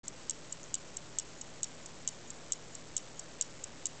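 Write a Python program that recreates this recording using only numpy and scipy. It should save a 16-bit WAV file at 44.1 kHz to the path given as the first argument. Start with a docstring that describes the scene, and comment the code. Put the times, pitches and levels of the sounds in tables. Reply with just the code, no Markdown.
"""Pocket watch, close up

An open watch beats 4.5 times a second: a strong tick, with a second contact 11 ms later, alternates
with a softer tock. Each contact chatters and rings the movement; a spring sings faintly in between.
Room hiss, hum and a thin electronic whine pass with it through a small camera's coarse 16 kHz converter."""
import sys
import numpy as np
from scipy import signal
from scipy.fft import rfft, irfft
from scipy.io import wavfile

SR = 44100
rng = np.random.default_rng(int(sys.argv[2]) if len(sys.argv) > 2 else 0)


def to_wav(s):
    """Save 16-bit WAV."""
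    ch = np.atleast_2d(s).T  # columns
    pcm = np.round(np.clip(ch, -1, 1) * 32767)  # PCM
    wavfile.write(sys.argv[1], SR, pcm.astype(np.int16))


N = 176400
CONVERTER_HZ = 16000


def from_db(db):
    """Decibels to gain."""
    return 10 ** (np.asarray(db) / 20)


def clicks(times_s, levels_db):
    """Train of single-sample impulses."""
    out = np.zeros(N)
    index = np.round(np.ravel(times_s) * SR).astype(int)
    np.add.at(out, np.clip(index, 0, N - 1), from_db(np.ravel(levels_db)))
    return out


def ring(drive, hz, t60_s, band_hz=1650):
    """One decaying mode, band-passed so it swells over a few cycles and sounds thin."""
    radius = np.exp(-np.log(1000) / (t60_s * SR))
    angle = 2 * np.pi * hz / SR
    guard = 1e-18  # against denormals
    mode = signal.lfilter([0, np.sin(angle)], [1, -2 * radius * np.cos(angle), radius ** 2], drive + guard)
    edges_hz = [max(hz - band_hz / 2, hz / 2), hz + band_hz / 2]
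    band = signal.butter(2, edges_hz, "band", fs=SR, output="sos")
    return signal.sosfilt(band, mode + guard * (np.arange(N) % 2))


# Hiss spectrum: frequency_hz, relative_density_db
HISS_SPECTRUM = [(25, 2.5), (50, 1), (90, -1), (280, 2.5), (430, 0.5), (570, 2), (750, -4.5), (1300, -8),
                 (2600, -12.5), (5000, -15.5), (7000, -10.5), (8000, -7)]


def hiss(rms_db=-56.5):
    """Steady room and microphone noise, strongest in the bass."""
    hz, density_db = np.transpose(HISS_SPECTRUM)
    bins_hz = np.maximum(np.arange(N // 2 + 1) * SR / N, 1)
    gain = from_db(np.interp(np.log(bins_hz), np.log(hz), density_db)) * (bins_hz < CONVERTER_HZ / 2)
    noise = irfft(rfft(rng.standard_normal(N)) * gain, N)
    return from_db(rms_db) * noise / noise.std()


# Room hum: pitch_hz, rms_db
HUM_TONES = [(120, -70), (158, -67.5), (236, -75), (314, -74.5), (800, -82.5)]
# Electronic whine: pitch_hz, rms_db
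WHINE_TONES = [(7648, -81), (7678, -73), (7692, -78), (7707, -74), (7736, -82)]


def hum_and_whine():
    """Steady sines: low room hum and a thin electronic cluster near 7.7 kHz."""
    t = np.arange(N) / SR
    return sum(np.sqrt(2) * from_db(rms_db) * np.sin(2 * np.pi * (hz * t + rng.random()))
               for hz, rms_db in HUM_TONES + WHINE_TONES)


# Spring modes before a tock: pitch_hz, level_db, t60_s
PRE_TOCK_MODES = [(6835, -53.5, .1), (6760, -62, .03)]
# Spring modes after a tick: pitch_hz, level_db, t60_s
POST_TICK_MODES = [(2975, -59, .08), (5560, -61, .08), (6730, -58, .07), (6880, -59, .05), (7135, -56, .12)]


def spring(after_tick_s=.0347, before_tock_s=.0278, jitter_s=.001, spread_db=2.5):
    """Two light, uneven touches per full balance swing ring a spring, probably the hairspring."""
    touches = ((np.array(TICK_BEATS)[:, 0] + after_tick_s, POST_TICK_MODES),
               (np.array(TOCK_BEATS)[:, 0] - before_tock_s, PRE_TOCK_MODES))
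    out = np.zeros(N)
    for times_s, modes in touches:
        for hz, level_db, t60_s in modes:
            late, loud = rng.standard_normal((len(times_s), 2)).T
            out += ring(clicks(times_s + jitter_s * late, level_db + spread_db * loud), hz, t60_s)
    return out


# Movement modes: pitch_hz, t60_s, tick_db, second_contact_db, tock_db
MOVEMENT_MODES = [(2986, .035, -50.5, -60.5, -65), (3420, 0.01, -42.5, -50.5, -59.5),
                  (3728, .014, -49.5, -47.5, -59), (4654, 0.026, -53.5, -51.5, -62.5),
                  (5617, 0.029, -46.5, -44.5, -52.5), (5910, 0.017, -41, -49.5, -55.5),
                  (6340, 0.014, -33.5, -47.5, -54), (6620, .014, -32.5, -44, -45),
                  (6890, .014, -32, -39.5, -43), (7123, 0.0024, -17, -28.5, -35.5),
                  (7355, 0.013, -36, -47, -54), (7515, .011, -30.5, -43, -44), (7530, .012, -33, -33, -38)]


def contact(times_s, levels_db, chatter, modes_db, jitter_s=.00009, spread_db=1.2, mode_spread_db=1.0):
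    """Each contact is a few uneven impacts, each ringing every mode of the movement."""
    delay_s, relative_db = np.transpose(chatter)
    shape = (len(times_s), len(delay_s))
    uneven = delay_s != 0
    impact_s = times_s[:, None] + delay_s + jitter_s * rng.standard_normal(shape) * uneven
    impact_db = levels_db[:, None] + relative_db + spread_db * rng.standard_normal(shape) * uneven
    out = np.zeros(N)
    for (hz, t60_s, *_), mode_db in zip(MOVEMENT_MODES, modes_db):
        drive_db = impact_db + mode_db + mode_spread_db * rng.standard_normal(shape)
        out += ring(clicks(impact_s, drive_db), hz, t60_s)
    return out


# Strong beats: start_s, relative_db, second_contact_delay_s
TICK_BEATS = [(.2963, -1.5, .0112), (.7419, 1.5, .0103), (1.1862, 0, .0111), (1.6313, -.5, .0109),
              (2.0760, 0, .0111), (2.5212, 1.2, .0107), (2.9661, .4, .0115), (3.4113, 1.8, .011),
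              (3.8561, -.2, .0109)]
# Soft beats, on the other pallet: start_s, relative_db
TOCK_BEATS = [(0.0804, 0.5), (0.524, -0.8), (0.9683, 1), (1.413, -0.5), (1.8594, -4.5), (2.3032, -5),
              (2.7506, -4), (3.1936, -1.8), (3.6389, -0.5)]
# Impacts within a tick, second contact and tock: delay_s, relative_db
TICK_IMPACTS = [(0, 0), (.00095, -7), (.0019, -19), (.0031, -16), (.0057, -22), (.0078, -26)]
SECOND_IMPACTS = [(-.001, -8), (0, 0), (.0013, -6), (.0025, -10)]
TOCK_IMPACTS = [(-.0004, -2), (.0005, 0), (.0014, -1), (.0024, -5)]


def escapement(tick_gain_db=6, second_gain_db=5.5, tock_gain_db=7.5):
    """Tick, second contact and tock strike the movement at different places, weighting its modes."""
    tick_s, tick_db, second_delay_s = np.transpose(TICK_BEATS)
    tock_s, tock_db = np.transpose(TOCK_BEATS)
    second_db = np.full(len(tick_s), second_gain_db)
    _, _, tick_modes_db, second_modes_db, tock_modes_db = np.transpose(MOVEMENT_MODES)
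    return (contact(tick_s, tick_db + tick_gain_db, TICK_IMPACTS, tick_modes_db)
            + contact(tick_s + second_delay_s, second_db, SECOND_IMPACTS, second_modes_db)
            + contact(tock_s, tock_db + tock_gain_db, TOCK_IMPACTS, tock_modes_db))


# Stray clicks: start_s, level_db
STRAY_IMPACTS = [(0.6313, -28), (0.6398, -28)]


def stray_clicks():
    """Two tiny dry clicks between beats."""
    return ring(clicks(*np.transpose(STRAY_IMPACTS)), hz=6600, t60_s=.002)


def scene():
    """Watch over a quiet room, mono."""
    watch = escapement() + spring() + stray_clicks()
    return (watch + hiss() + hum_and_whine())[None]


def record(dry, step_db=-45.5, offset_steps=-.47, start_s=.032, fade_s=.008, cutoff_hz=9400):
    """Coarse converter steps make the hiss gritty; the smoothing filter mirrors some treble above 8 kHz."""
    up, down = 160, 441  # CONVERTER_HZ / SR
    smoothing = signal.firwin(32 * down + 1, 1 / down, window=("kaiser", 9))
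    sampled = signal.resample_poly(dry, up, down, axis=1, window=smoothing)
    sampled = signal.sosfilt(signal.butter(2, 7900, fs=CONVERTER_HZ, output="sos"), sampled)
    step = from_db(step_db)
    quantized = step * np.round(sampled / step + offset_steps)
    smoothed = signal.resample_poly(quantized, down, up, axis=1, window=smoothing)[:, :N]
    fade_in = np.clip((np.arange(N) / SR - start_s) / fade_s, 0, 1)
    return signal.sosfilt(signal.butter(12, cutoff_hz, fs=SR, output="sos"), smoothed * fade_in)


dry = scene()
out = record(dry)
to_wav(out)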